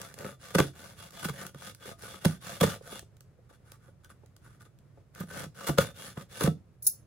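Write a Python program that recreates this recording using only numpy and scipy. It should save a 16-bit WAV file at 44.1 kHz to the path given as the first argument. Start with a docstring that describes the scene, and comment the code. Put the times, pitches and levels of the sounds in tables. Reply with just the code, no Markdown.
"""A small, quiet room: one blade of open scissors is dragged in short strokes through a box's taped seam.
Bursts of breaking fibres, filtered by box and blade resonances, make the rasp, snaps and rips.
Decaying sines thump as the cardboard wall springs back; in a pause the tip ticks and the blade brushes the lid.
At the end the scissors clack shut: a rattling clash and a short ring of blade modes."""
import sys
import numpy as np
from scipy import signal
from scipy.fft import rfft, irfft
from scipy.io import wavfile

SR = 44100
rng = np.random.default_rng(int(sys.argv[2]) if len(sys.argv) > 2 else 0)


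def dump_mix(stems):
    """Bounce the given channels to the path in sys.argv[1] as a 16-bit WAV at rate SR."""
    frames = np.atleast_2d(stems).T  # one column per channel
    limited = np.clip(frames, -1, 1)  # hard clip at full scale
    pcm = np.round(limited * 32767).astype(np.int16)
    wavfile.write(sys.argv[1], SR, pcm)


N = 311738  # samples

# level_db columns set how strong each event is; some players add an offset.


def amp(db):
    """Decibels to gain."""
    return 10 ** (np.asarray(db) / 20)


def evened(x):
    """Scaled to rms 1."""
    return x / np.sqrt(np.mean(x ** 2) + 1e-20)


def read(points, hz):
    """A table joined by straight lines on a log-frequency axis."""
    point_hz, value = np.transpose(points)
    return np.interp(np.log(hz + 1), np.log(point_hz + 1), value)


def add(mix, start_s, sound):
    """Mixes a sound in at a given second."""
    first = max(round(start_s * SR), 0)
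    part = mix[:, first:][:, :sound.shape[-1]]
    part += sound[..., :part.shape[1]]


def filtered(x, hz, kind="low", order=2):
    """A gentle low-pass or high-pass."""
    return signal.sosfilt(signal.butter(order, hz, kind, fs=SR, output="sos"), x)


def wander(count, hz):
    """Low-passed noise of rms 1."""
    noise = rng.standard_normal(count + SR)
    return evened(filtered(noise, hz)[SR:])  # first second dropped: filter settling


def ring(spectrum, peaks=(), tilt_db=0, size=4096):
    """Causal unit-energy impulse response: a smooth spectrum with resonances and a tilt per octave."""
    hz = abs(np.fft.fftfreq(size, 1 / SR))
    db = read(spectrum, hz) + tilt_db * np.log2(np.maximum(hz, 300))
    for centre_hz, width_hz, lift_db in peaks:
        db = db + lift_db / (1 + (2 * (hz - centre_hz) / width_hz) ** 2)
    minimum_phase = np.exp(np.conj(signal.hilbert(np.log(amp(db)))))
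    response = np.fft.ifft(minimum_phase).real[:size // 2]
    return response[None] / np.linalg.norm(response)


def fibres(count, per_s, spread_db):
    """Two channels of snaps of very unequal size, at random moments shared by both."""
    size = amp(spread_db * np.minimum(rng.exponential(1, count), 4))
    size = size * (rng.random(count) < per_s / SR)
    return evened(size * rng.standard_normal((2, count)))


def burst(length_s, response, fade=0.11, rise_s=0.000076, spread_db=1.5):
    """A run of tiny fractures builds up and rings a body; energy is set to rms 1 over the run."""
    count = max(round(length_s * SR), 30)
    t = np.arange(count) / SR
    rise = (1 - np.exp(-(t + 1 / SR) / rise_s)) ** 2
    run = fibres(count, 14000, spread_db) * np.exp(-fade * t / length_s) * rise
    sound = signal.fftconvolve(run, response, axes=1)
    return sound * np.sqrt(count / (np.sum(sound ** 2, 1, keepdims=True) + 1e-20))


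def modes(table, seconds, detune=1, stretch=0, relax_s=0.013):
    """Decaying sines; a stretched wall starts sharp and sinks to its own pitch."""
    t = np.arange(int(seconds * SR)) / SR
    warped = t + stretch * relax_s * (1 - np.exp(-t / relax_s))
    return sum(amp(db - 60 * t / t60_s) * np.sin(2 * np.pi * hz * detune * warped)
               for hz, db, t60_s in table)


def contact(resonances, spread_db, shift=0.022):
    """Each place on the seam favours other resonances and detunes them."""
    chance = rng.standard_normal((len(resonances), 2))
    return [(hz * (1 + shift * a), width_hz, lift_db + spread_db * b)
            for (hz, width_hz, lift_db), (a, b) in zip(resonances, chance)]


# room rumble spectrum: pitch_hz, relative_db
AIR_SPECTRUM = [(15, -63.5), (28, -20.5), (85, -4), (123, -1), (242, -19.5), (516, -21.5), (950, -32),
                (1260, -31.5), (3340, -43), (8590, -46.5), (16000, -52)]


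def air(level_db=-58.0, waver_db=1.0, waver_hz=7):
    """Low rumble of the room: shaped noise, wavering a little."""
    hz = np.fft.rfftfreq(N, 1 / SR)
    rumble = irfft(rfft(rng.standard_normal((2, N))) * amp(read(AIR_SPECTRUM, hz)), N)
    return amp(level_db + waver_db * wander(N, waver_hz)) * evened(rumble)


# saw strokes: start_s, level_db, wall_db (extra wall sound)
STROKES = [(-.27, -51, -2), (.15, -52, 2), (.39, -52, -7.5), (0.557, -53, -4), (.72, -54, -3),
           (.955, -52.5, -6.5), (1.105, -48.5, -6), (1.32, -49.5, -0.5), (1.53, -49.5, -6.5),
           (1.77, -50, -2.5), (1.975, -49.5, -5), (2.195, -50.5, -3.5), (2.4, -46, -5.5),
           (2.597, -44, -2.5), (2.8, -48.5, -5.5), (5.125, -53.5, 2.5), (5.251, -45.5, 1.5),
           (5.539, -48.5, -2.5), (5.756, -51, 0), (5.935, -48.5, -6.5), (6.13, -56, 1.5),
           (6.275, -44.5, -7.5)]
# blade leaves the seam, next stroke goes forth: time_s
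LIFTS_S = [1.725, 1.935, 2.998, 5.243, 5.464, 6.24, 6.485]
# fastest moment as share of a stroke; SLIP: stroke that ends in a lift
FORTH_PEAK, BACK_PEAK, SLIP_PEAK = 0.5, 0.44, 0.72
OVERLAP_S = 0.013  # forward stroke runs into the return
BRISK_S, REST_SHARE = 0.17, 0.35  # after a longer return the hand rests for this share of the excess


def sawing():
    """Strokes alternate forth and back until a lift: (start_s, fastest_s, end_s, level_db, wall_db)."""
    turns_s = np.sort([row[0] for row in STROKES] + LIFTS_S)
    rows, forth = [], True
    for start_s, db, wall_db in STROKES:
        turn_s = turns_s[turns_s > start_s][0]
        lifted = turn_s in LIFTS_S
        if lifted:
            end_s, peak = turn_s, SLIP_PEAK
        elif forth:
            end_s, peak = turn_s + OVERLAP_S, FORTH_PEAK
        else:
            end_s, peak = turn_s - REST_SHARE * (turn_s - start_s - BRISK_S), BACK_PEAK
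        fastest_s = start_s + np.clip(peak, .1, .9) * (end_s - start_s)
        rows.append((start_s, fastest_s, end_s, db, wall_db))
        forth = not forth or lifted
    return rows


LURCH_DB, LURCH_S = 18.5, 0.041  # gain added to the rip level, decay time constant


def lurch(t):
    """Gain of the rasp as the blade shoots ahead after each rip and is braked again."""
    return 1 + sum(amp(db + LURCH_DB) * (t > rip_s) * np.exp(-abs(t - rip_s) / LURCH_S)
                   for rip_s, db, _, _ in RIPS)


SLIP_HZ, SLIP_SPREAD, SLIP_DB = 170.85, .2, 8  # mean rate, unevenness, depth before the wedged scaling


def judder(count, wedged):
    """Gain of an edge that sticks and slips in an uneven rhythm, the deeper the more it is wedged."""
    turns = np.cumsum(SLIP_HZ * (1 + SLIP_SPREAD * wander(count, SLIP_HZ))) / SR
    return evened(amp(SLIP_DB * (1 + wedged) / 2 * np.cos(2 * np.pi * turns)))


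def places(size, count):
    """Overlapping fades that hand a stroke on from one place to the next."""
    travel = np.linspace(0, count - 1, size)
    return [np.maximum(1 - abs(travel - place), 0) for place in range(count)]


# rasp spectrum: pitch_hz, relative_db_per_hz
RASP_SPECTRUM = [(40, -10), (110, 12), (180, 15), (320, -2), (560, 1.5), (1000, -3), (1500, 2),
                 (2500, -2.5), (5000, -3), (7000, -4.5), (10500, -6.5), (15500, -10.5)]
# box resonances, blade pressed in: pitch_hz, width_hz, lift_db (above the spectrum)
BOX = [(427, 160, 5.5), (540, 100, 7), (690.6, 33, 6), (866.5, 53, 9.5), (1174.6, 77, 8.5),
       (1279.4, 25, 8.5), (1494, 130, 7.5), (1840, 180, 2)]
# resonances of the blade held in the seam, before damping: pitch_hz, width_hz, lift_db
EDGE = [(2265, 82, 4.5), (2835, 150, 6), (3120, 170, -5), (3465, 340, 9.5), (4393, 60, 2.5),
        (10430, 1600, 2.5)]
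WEDGED_DB = 2.5  # wall_db around which the blade wedges


def rasp(strokes, spectrum, level_db=5, uneven_db=1.2, uneven_hz=90, clump_db=3.0, arch=2.21,
         contact_db=3.5, snap_db=-7):
    """In each stroke the edge speeds up and slows, breaking thousands of fibres a second."""
    out = np.zeros((2, N))
    for start_s, fastest_s, end_s, db, wall_db in strokes:
        t = np.arange(max(start_s, 0), end_s, 1 / SR)
        # the later the peak, the slower the build-up and the more abrupt the stop
        peak = (fastest_s - start_s) / (end_s - start_s)
        build = ((t - start_s) / (fastest_s - start_s)) ** peak
        stop = abs((end_s - t) / (end_s - fastest_s)) ** (1 - peak)
        speed = (build * stop) ** arch
        wedged = 1 / (2 + np.exp(WEDGED_DB - wall_db))
        force = speed * lurch(t) * amp(db + level_db + uneven_db * wander(len(t), uneven_hz))
        fine = fibres(len(t), 3500, 2.3) * force
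        coarse = fibres(len(t), 400, 1.4) * force * amp(snap_db)  # whole bundles give way
        # clumps of board drive the wall, which answers in the lower range
        clumps = amp(wall_db + clump_db * wander(len(t), uneven_hz))
        crunch = (fine + coarse) * judder(len(t), wedged) * clumps
        drive = filtered(fine, 1100, "high", order=1) + filtered(crunch, 2100)
        # a wedged blade is damped
        steel = [(hz, width_hz, lift_db * (1 - wedged)) for hz, width_hz, lift_db in EDGE]
        for share in places(len(t), count=4):
            body = ring(spectrum, contact(BOX + steel, contact_db))
            add(out, t[0], signal.fftconvolve(drive * share, body, axes=1))
    return out


# tip touches the tape: start_s, level_db
TICKS = [(0.015, -35.5), (0.14, -41.5), (0.187, -40.5), (1.106, -47.5), (1.465, -37), (1.747, -46),
         (2.992, -38.5), (3.167, -59), (3.206, -50), (3.718, -44.5), (4.045, -51), (4.26, -59),
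         (4.364, -53), (4.618, -55), (4.787, -61.5), (5.149, -48)]
# box wall flexes under the fingers: start_s, level_db
KNOCKS = [(2.807, -47), (2.924, -42), (3.023, -51.5), (3.385, -58), (3.504, -56.5), (3.882, -54.5),
          (4.232, -54), (4.972, -53)]
# flexing wall spectrum: pitch_hz, relative_db_per_hz
FLEX_SPECTRUM = [(60, 11.5), (250, 10.5), (450, 14.5), (750, 7.5), (1300, -5), (3000, -27), (16000, -46)]


def handling():
    """Short bursts ring the box: light ticks of the tip, dull knocks of the flexing wall."""
    out = np.zeros((2, N))
    for start_s, db in TICKS:
        add(out, start_s, amp(db) * burst(0.003, ring(RASP_SPECTRUM, BOX, tilt_db=2.0)))
    for start_s, db in KNOCKS:
        add(out, start_s, amp(db) * burst(0.0081, ring(FLEX_SPECTRUM, BOX)))
    return out


# fibre bundle snaps under the edge: start_s, level_db
SNAPS = [(0.029, -48), (0.251, -37), (1.412, -39.5), (1.618, -46), (1.853, -43.5), (1.888, -51.5),
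         (2.032, -41.5), (2.141, -42), (2.492, -38.5), (2.955, -44), (4.096, -62), (4.66, -59.5),
         (5.607, -39.5)]
# tearing spectrum, snaps and rips: pitch_hz, relative_db_per_hz
TEAR_SPECTRUM = [(40, -21), (130, 1.5), (260, -3.5), (480, -3.5), (750, -10), (1000, -7.5), (1400, -8.5),
                 (2800, -14.5), (5000, -15.5), (10500, -18), (15500, -20)]


def snaps(length_s=0.005, flap_hz=1150, flap_width_hz=1100, flap_db=9, contact_db=4):
    """Each snapping bundle rings its own small patch of board."""
    out = np.zeros((2, N))
    for start_s, db in SNAPS:
        peaks = contact(BOX, contact_db) + [(flap_hz, flap_width_hz, flap_db)]
        add(out, start_s, amp(db) * burst(length_s, ring(TEAR_SPECTRUM, peaks)))
    return out


# blade catches and tears through: start_s, level_db, length_s, bright_db_per_octave
RIPS = [(0.5476, -20.5, 0.0095, 0.5), (0.5828, -18, 0.01, 0), (0.5985, -13.5, 0.0049, -1.5),
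        (1.227, -36.5, 0.007, 0.5), (1.244, -31.5, 0.015, 2), (1.284, -34, 0.014, 1),
        (1.545, -43, 0.0034, -1.5), (2.248, -21.5, 0.0086, 0), (2.608, -19.5, 0.0071, 1),
        (2.628, -17.5, 0.015, -1), (5.2, -40.5, 0.0096, 7.5), (5.667, -31, .032, 3),
        (5.689, -24, 0.0092, -4), (5.7827, -11, .004, -0.9), (5.794, -33, 0.032, 1.5),
        (6.171, -36, 0.0062, -3), (6.407, -25.5, 0.0048, 1), (6.417, -29.5, 0.014, -6),
        (6.435, -25.5, 0.0055, 4.5), (6.441, -34, 0.03, -3), (6.461, -26, 0.004, -1.5),
        (6.4728, -23, .006, -2.5)]
# a stronger rip frees a larger, lower flap
FLAP_HZ, FLAP_AT_DB, FLAP_DB_PER_OCTAVE, FLAP_TOP_HZ = 520, -15.5, 13, 1350


def rips(flap_db=5.0, flap_width=0.64, strain_db=-19, strain_s=0.0081, crack_db=16, crack_tilt_db=-2.0,
         tear_db=-1, contact_db=2.5):
    """Fibres strain, then the tape crackles and the flap cracks free within it, ringing flap and box."""
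    out = np.zeros((2, N))
    for start_s, db, length_s, bright_db in RIPS:
        octaves_up = max(FLAP_AT_DB - db, 0) / FLAP_DB_PER_OCTAVE
        hz = min(FLAP_HZ * 2 ** octaves_up, FLAP_TOP_HZ)
        peaks = contact(BOX + EDGE, contact_db) + [(hz, flap_width * hz, flap_db)]
        body = ring(TEAR_SPECTRUM, peaks, bright_db)
        strain = burst(strain_s, body, fade=-1.0)
        crack = ring(TEAR_SPECTRUM, peaks, bright_db + crack_tilt_db) * [[1], [0]]
        tear = burst(length_s, body, rise_s=0.00031, spread_db=4.0)
        add(out, start_s - strain_s, amp(db + strain_db) * strain)
        add(out, start_s, amp(db + tear_db) * tear)
        add(out, start_s + .001, amp(db + crack_db) * crack)
    return out


# wall springs back as the blade comes free: start_s, level_db
THUMPS = [(0.558, -17), (.604, -16.5), (1.256, -27.5), (1.3, -30), (1.558, -38.5), (2.2602, -12.5),
          (2.619, -16), (2.647, -16), (5.207, -29.5), (5.235, -37.5), (5.465, -36.5), (5.702, -20),
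          (5.793, -21.5), (6.177, -35), (6.4424, -17), (6.481, -15.5)]
# slow wall modes, before the grip shifts them: pitch_hz, level_db, t60_s
WALL = [(134.2, 1.5, 0.125), (160, -6.5, 0.043), (234, -11, .04), (403, -11, .035), (83, -15.5, 0.22)]


def thumps(swing_s=0.00057, low_hz=88, stretch=0.25):
    """The wall of the box swings back and settles; the changing grip shifts its pitch."""
    out = np.zeros((2, N))
    grips = rng.uniform(0.9, 1.2, len(THUMPS))
    for (start_s, db), grip in zip(THUMPS, grips):
        swing = modes(WALL, .3, grip, stretch)
        onset = 1 - np.exp(-np.arange(len(swing)) / SR / swing_s)
        add(out, start_s, amp(db) * swing * onset)
    return filtered(out, low_hz, "high")  # a small box radiates little deep bass


# flat of the blade brushes the lid: start_s, length_s, level_db
RUBS = [(3.489, 0.03, -60.5), (3.514, 0.058, -64.5), (3.637, 0.15, -64.5), (3.788, 0.14, -68),
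        (4.029, 0.047, -65), (4.088, 0.04, -58), (4.432, 0.057, -61.5), (4.39, 0.21, -67),
        (4.593, 0.046, -59), (4.642, 0.035, -62.5)]
# brushing spectrum: pitch_hz, relative_db_per_hz
SCUFF_SPECTRUM = [(100, 6.5), (700, -10), (1500, 0.5), (2600, -9.5), (5000, -9.5), (10500, -10),
                  (15500, -18.5)]
RUB_WALL_DB, RUB_PEAK = -1, 0.48  # extra wall sound; fastest moment as share of a rub


def brushing():
    """Light passes over the lid, all of one shape: (start_s, fastest_s, end_s, level_db, wall_db)."""
    return [(start_s, start_s + RUB_PEAK * length_s, start_s + length_s, db, RUB_WALL_DB)
            for start_s, length_s, db in RUBS]


def scatter(x, level_db=-7, t60_s=.06, above_hz=2400):
    """Close reflections off the hands and the box soften edges; things so small reflect only treble."""
    t = np.arange(SR // 8) / SR
    taps = rng.standard_normal((2, len(t))) * amp(-60 * t / t60_s) * (t > .001)
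    taps = taps / np.linalg.norm(taps[0])
    near = signal.oaconvolve(filtered(x, above_hz, "high"), taps, axes=1)[:, :N]
    return x + amp(level_db) * near


# steel meets steel as the scissors close: start_s, level_db, length_s
CLACKS = [(6.823, -40, 0.0059), (6.842, -44, 0.042), (6.8665, -17.5, 0.0064)]
# clash spectrum: pitch_hz, relative_db_per_hz
STEEL_SPECTRUM = [(100, -43.5), (1400, -22.5), (3100, -24), (4000, -9), (5700, 4), (7800, -0.5),
                  (10500, 10.5), (13500, 0), (15300, 17), (16500, -14)]
# free blade modes: pitch_hz, level_db, t60_s
BLADES = [(3710, -28, 0.15), (4310, -36, 0.12), (6320, -22, 0.15), (7020, -14, 0.14), (8380, -21, .16),
          (9800, -20, .15), (10650, -7, 0.11), (10745, -15, 0.12), (12500, 5, .12), (13300, -14, 0.14),
          (14900, -14.5, 0.17), (15308, 1, .15)]


def scissors(ring_db=-18.5, clash_db=9, clash_width_hz=160):
    """The blades touch, slide and clack shut: a rattling clash, then their own short ring."""
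    clash, ringing = np.zeros((2, 2, N))
    steel = ring(STEEL_SPECTRUM, [(hz, clash_width_hz, clash_db) for hz, _, _ in BLADES])
    for start_s, db, length_s in CLACKS:
        add(clash, start_s, amp(db) * burst(length_s, steel, fade=0.28))
        add(ringing, start_s, amp(db + ring_db) * modes(BLADES, .35))
    return scatter(clash, level_db=1.5, t60_s=0.069) + ringing * [[1], [0]]


BEND_S, BEND_HZ = .0065, 266  # delay of the deepest tones; pitch that takes half as long


def bending(x):
    """High tones cross the board faster than low ones, so that every snap drops in pitch."""
    hz = np.fft.rfftfreq(N + SR, 1 / SR)
    phase = -2j * np.pi * BEND_S * BEND_HZ * np.log1p(hz / BEND_HZ)
    return irfft(rfft(x, N + SR) * np.exp(phase), N + SR)[:, :N]


# reverberation: pitch_hz, t60_s
ROOM_DECAY = [(120, 0.38), (400, .24), (1500, 0.11), (5000, 0.24), (14000, 0.16)]


def room(x, gap_s=.004):
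    """Dense reflections, each band dying at its own speed."""
    hz, t, z = signal.stft(rng.standard_normal((2, SR // 2)), SR, nperseg=256)
    decay = amp(-60 * t / read(ROOM_DECAY, hz)[:, None])
    tail = signal.istft(z * decay, SR, nperseg=256)[1]
    tail = np.pad(tail, ((0, 0), (round(gap_s * SR), 0)))
    return signal.fftconvolve(x, tail / np.linalg.norm(tail[0]), axes=1)[:, :N]


# likeness of the two microphone ports: pitch_hz, likeness (clipped to 0-1)
LIKENESS = [(60, 0.9), (200, 0.82), (450, 0.77), (800, 0.08), (1500, 0.59), (3000, 0.21), (8000, 0.03),
            (10500, 0.87), (12000, 3.5)]
# port balance: pitch_hz, left_minus_right_db
BALANCE = [(50, -2.5), (130, -2.5), (400, -1), (750, 3.5), (1300, 0.5), (2200, 2), (4500, -1.5),
           (12000, -0.5)]


def ports(x):
    """Channel one reaches both ports alike, two sets them apart; treble reaches the right port first."""
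    hz = np.fft.rfftfreq(N, 1 / SR)
    a, b = rfft(x)
    same = np.clip(read(LIKENESS, hz), 0, 1)
    shared = a * np.sqrt((1 + same) / 2)
    apart = b * np.sqrt((1 - same) / 2)
    lag = np.exp(-2j * np.pi * np.maximum(hz - 3800, 0) * .000312)  # s, above 3800 Hz
    lean = amp(read(BALANCE, hz) / 2)
    return irfft(np.array([(shared + apart) * lag * lean, (shared - apart) / lean]), N)


def scene(cut_room_db=-13, thump_room_db=-15, steel_room_db=-11):
    """Cutting, thumps and steel close to the microphone, with a little room."""
    strokes = rasp(sawing(), RASP_SPECTRUM)
    rubs = rasp(brushing(), SCUFF_SPECTRUM, level_db=2.5, snap_db=-6.0)
    board = strokes + rubs + rips() + snaps() + handling()
    cut = scatter(bending(board), level_db=-7.5, t60_s=0.14)
    thump, steel = thumps(), scissors()
    wet = room(amp(cut_room_db) * cut + amp(thump_room_db) * thump + amp(steel_room_db) * steel)
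    return ports(cut + thump * [[1], [0]] + steel + wet + air())


EDGE_HZ = 15850  # low-pass corner


def record(dry):
    """The band limit of the recorder: a steep linear-phase low-pass."""
    lowpass = signal.firwin(255, EDGE_HZ, window=("kaiser", 9), fs=SR)
    return signal.oaconvolve(dry, lowpass[None], "same", axes=1)


dry = scene()
out = record(dry)
dump_mix(out)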